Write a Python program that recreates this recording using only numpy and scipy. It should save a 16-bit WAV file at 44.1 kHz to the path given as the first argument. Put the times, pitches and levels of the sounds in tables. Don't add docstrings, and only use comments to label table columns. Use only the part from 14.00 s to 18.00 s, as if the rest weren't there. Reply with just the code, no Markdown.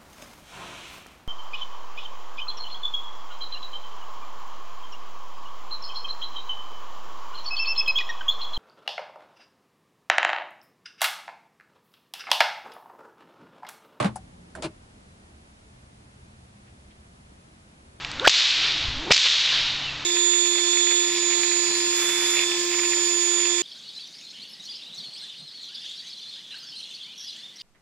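import sys
import numpy as np
from scipy import signal
from scipy.io import wavfile

SR = 44100
rng = np.random.default_rng(int(sys.argv[2]) if len(sys.argv) > 2 else 0)


def waveform_to_disk(signal):
    frames = np.transpose(np.atleast_2d(signal))
    scaled = np.clip(frames, -1, 1) * 32767
    samples = np.round(scaled).astype(np.int16)
    wavfile.write(sys.argv[1], SR, samples)


N = 176400
TIME = np.arange(N) / SR


def from_db(db):
    return 10 ** (np.asarray(db) / 20)


def at_hz(points, hz):
    freqs, values = np.transpose(points)
    return np.interp(np.log(hz), np.log(freqs), values)


def panned(db):
    return from_db(np.array([[db], [-db]]) / 2)


def drift(rate_hz):
    knots = rng.standard_normal(1000)
    return np.interp(TIME * rate_hz, np.arange(len(knots)), knots)


def band(x, low, high):
    return signal.sosfilt(signal.butter(2, [low, high], "band", fs=SR, output="sos"), x + 1e-18)


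def coloured(spectrum, width, envelope, size):
    edges_hz = 20 * 2 ** (np.arange(38) / 4)
    out, white = 0, rng.standard_normal((2, 2, size + SR // 2)) * np.sqrt(SR / 2)
    for k, (low, high) in enumerate(zip(edges_hz, edges_hz[1:])):
        hz = np.sqrt(low * high)
        mid, side = band(white[k % 2], low, high)[:, -size:]
        pair = mid + from_db(at_hz(width, hz)) * np.array([side, -side])
        out = out + from_db(at_hz(spectrum, hz)) * pair * envelope(hz)
    return out


# freq_hz, t60_s
CABIN_DECAY = [(100, 0.21), (400, 0.15), (1200, 0.13), (3000, 0.11), (10000, 0.088)]

def struck(hits, spectrum, width, level_db, pan_db, crack_db, crack_s, stretch):
    def envelope(hz):
        power, t60 = 0, stretch * at_hz(CABIN_DECAY, hz)
        attack_s = 0.0015 + 0.66 / hz
        for start, db in hits:
            age = np.maximum(TIME[:SR] - start, 0)
            onset = from_db(db) * np.minimum(age / attack_s, 1)
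            crack = from_db(crack_db - 60 * age / crack_s)
            tail = from_db(-60 * age / t60)
            power = power + onset ** 2 * (crack ** 2 + tail ** 2)
        return np.sqrt(power)
    sound = from_db(level_db) * panned(pan_db) * coloured(spectrum, width, envelope, size=SR)
    return np.pad(sound, ((0, 0), (0, N - SR)))


# freq_hz, level_db
STREET_TONE = [(22, -84.5), (35, -80), (50, -78.5), (72, -72.5), (95, -78.5), (120, -78.5), (150, -81),
               (205, -78), (260, -86.5), (320, -85), (430, -91.5), (700, -93), (850, -95.5), (1400, -100),
               (2000, -101), (5000, -104.5), (10500, -106.5)]
# freq_hz, side_db
STREET_SPREAD = [(30, -34), (75, -29), (120, -21), (200, -17), (300, -7), (450, 0.5), (700, 2), (1000, 5.5),
                 (1400, 7), (2000, 5.5), (3000, 3.5), (5000, 1), (8000, -2.5), (11000, -6.5)]
# time_s, gain_db
BASS_RIDE = [(0, 5), (1.0, 1.5), (1.7, -0.5), (2.0, 0.5), (2.7, 0.5), (2.95, -1), (3.2, 0.5), (4, 0)]

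def street(waver_db=1.5, bass_top_hz=503):
    ride_db = np.interp(TIME, *np.transpose(BASS_RIDE))
    def envelope(hz):
        return from_db((ride_db + waver_db * drift(8.2)) / (1 + (hz / bass_top_hz) ** 2))
    return coloured(STREET_TONE, STREET_SPREAD, envelope, size=N)


# start_s, level_db
DOOR_RATTLE = [(0.0, -1), (.004, -6), (.010, -5.5), (.025, -3), (.035, -12.5), (.044, -1.5), (.056, -6),
               (.066, -11)]
# freq_hz, level_db
DOOR_TONE = [(50, -65), (100, -68), (140, -54.5), (300, -49), (450, -58), (600, -53.5), (1100, -54.5),
             (1600, -60.5), (2700, -65.5), (4000, -67), (5500, -76.5), (9000, -75.5), (11000, -83.5)]
# freq_hz, side_db
DOOR_SPREAD = [(70, -18), (200, -17), (330, -11), (500, -0.5), (1500, -2.5), (3000, -4.5), (8000, -6)]

def door():
    return struck(DOOR_RATTLE, DOOR_TONE, DOOR_SPREAD,
                  level_db=-0.5, pan_db=-1.5, crack_db=10, crack_s=0.0065, stretch=1.0)


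# start_s, pitch_hz, peak_db, swell_s, t60_s, pan_db
RING_MODES = [(.001, 130, -26.5, 0.016, 0.19, 2.5), (.043, 186, -14, .016, 0.064, -0.5),
              (.046, 212.6, -29.5, 0.0067, 0.33, 8), (.05, 121.3, -35.5, 0.041, 0.37, 1),
              (.0, 597, -28, 0.0069, 0.12, -14), (.0, 1075, -24.5, 0.0015, 0.053, -12),
              (.048, 825, -32.5, 0.0055, 0.12, -12), (.157, 757, -33.5, .004, 0.11, 7),
              (.1575, 850, -31.5, 0.0033, 0.053, 2), (.1565, 8183, -41, 0.0016, 0.036, 0),
              (.1565, 10350, -40.5, .002, 0.043, 1), (.5505, 1590, -34, 0.0021, 0.015, -8),
              (.551, 7650, -48, .001, 0.052, -7), (.551, 9400, -49, .001, .06, 0),
              (.577, 620, -35.5, 0.0052, 0.053, -9), (.637, 326, -30, .01, 0.16, 2.5),
              (.632, 614, -35, 0.011, 0.17, -2), (.642, 2406, -39, 0.0056, 0.077, 4)]

def resonances():
    out = 0
    for start, hz, db, swell, t60, pan_db in RING_MODES:
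        age = np.maximum(TIME - start, 0)
        rise = np.sin(np.pi / 2 * np.minimum(age / swell, 1)) ** 2
        fall = from_db(-60 * np.maximum(age - swell, 0) / t60)
        out = out + from_db(db) * panned(pan_db) * rise * fall * np.sin(2 * np.pi * hz * age)
    return out


# start_s, end_s, pitch_hz, rms_db
ENGINE_HUMS = [(1.65, 2.83, 124, -59), (2.5, 2.9, 70, -62), (0.084, 0.73, 178, -57),
               (1.86, 3.15, 204, -62.5)]

def engines(fade_s=0.13, wander_hz=2.18, waver_db=1.1):
    out = 0
    for start, end, hz, db in ENGINE_HUMS:
        fade = np.clip(np.minimum(TIME - start, end - TIME) / fade_s, 0, 1)
        phase = 2 * np.pi * np.cumsum(hz + wander_hz * drift(9)) / SR
        out = out + from_db(db + waver_db * drift(5.7)) * fade * np.sqrt(2) * np.sin(phase)
    return out


# start_s, level_db
CATCH_TICKS = [(.1565, -0.17), (.160, -3.6)]
# freq_hz, level_db
CATCH_TONE = [(300, -90), (800, -69), (1100, -80), (1450, -80), (2000, -90), (3700, -93.5), (5000, -85.5),
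              (7000, -85), (8300, -81), (11000, -87)]
# freq_hz, side_db
LOCK_SPREAD = [(100, -24), (300, -22), (600, -13), (1200, -6), (2300, -2), (3200, -8), (8000, -8)]

def catch():
    return struck(CATCH_TICKS, CATCH_TONE, LOCK_SPREAD,
                  level_db=3, pan_db=2.0, crack_db=-2, crack_s=0.012, stretch=0.79)


# start_s, level_db
HANDLE_CLICK = [(.551, 0)]
# freq_hz, level_db
HANDLE_TONE = [(150, -73), (400, -74), (600, -62), (850, -74), (1250, -74), (1650, -75), (2500, -84.5),
               (4500, -87), (6400, -90), (8000, -85), (11000, -92)]

def handle():
    return struck(HANDLE_CLICK, HANDLE_TONE, LOCK_SPREAD,
                  level_db=0.5, pan_db=-3, crack_db=6, crack_s=0.01, stretch=1.22)


# start_s, level_db
STOP_KNOCKS = [(.570, -2), (.582, -1.1)]
# freq_hz, level_db
STOP_TONE = [(100, -68), (350, -65), (450, -69), (600, -65), (850, -74), (1400, -81), (3000, -95),
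             (9000, -110)]

def handle_stop():
    return struck(STOP_KNOCKS, STOP_TONE, LOCK_SPREAD,
                  level_db=-1.5, pan_db=-0.5, crack_db=-10, crack_s=0.012, stretch=1.8)


# start_s, level_db
LATCH_SNAP = [(.6222, 0)]
# freq_hz, level_db
LATCH_TONE = [(150, -67), (650, -59), (1000, -73), (1500, -64.5), (2200, -73), (3300, -69.5), (5500, -71.5),
              (8000, -72), (11000, -80)]

def latch():
    return struck(LATCH_SNAP, LATCH_TONE, LOCK_SPREAD,
                  level_db=-2, pan_db=2.5, crack_db=1, crack_s=0.025, stretch=0.67)


# start_s, level_db
BOLT_CLATTER = [(.630, -3.5), (.639, -1), (.646, -1.5), (.655, -6), (.664, -28)]
# freq_hz, level_db
BOLT_TONE = [(60, -84), (100, -61), (135, -55), (260, -63), (380, -50), (480, -73), (620, -57.5),
             (820, -62), (1300, -62), (1900, -75), (2450, -64), (3200, -68.5), (4500, -70), (5700, -77.5),
             (9500, -78), (11000, -97)]

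def bolt():
    return struck(BOLT_CLATTER, BOLT_TONE, LOCK_SPREAD,
                  level_db=0, pan_db=1.5, crack_db=-6, crack_s=0.01, stretch=0.75)


# middle_s, half_length_s, colour_hz, level_db
RUSTLE_PUFFS = [(2.68, 0.025, 2330, -62), (2.914, 0.013, 2960, -59.5)]

def rustles():
    out = 0
    for middle, half, hz, db in RUSTLE_PUFFS:
        noise = band(rng.standard_normal((2, N)), hz / 1.6, hz * 1.25)
        puff = np.exp(-((TIME - middle) / half) ** 2)
        out = out + from_db(db) * puff * noise / noise.std()
    return out


def scene():
    blows = door() + catch() + handle() + handle_stop() + latch() + bolt()
    return blows + resonances() + street() + engines() + rustles()


def record(dry):
    cutoff_hz = 11100
    return signal.sosfilt(signal.ellip(12, .2, 80, cutoff_hz, fs=SR, output="sos"), dry)


dry = scene()
out = record(dry)
waveform_to_disk(out)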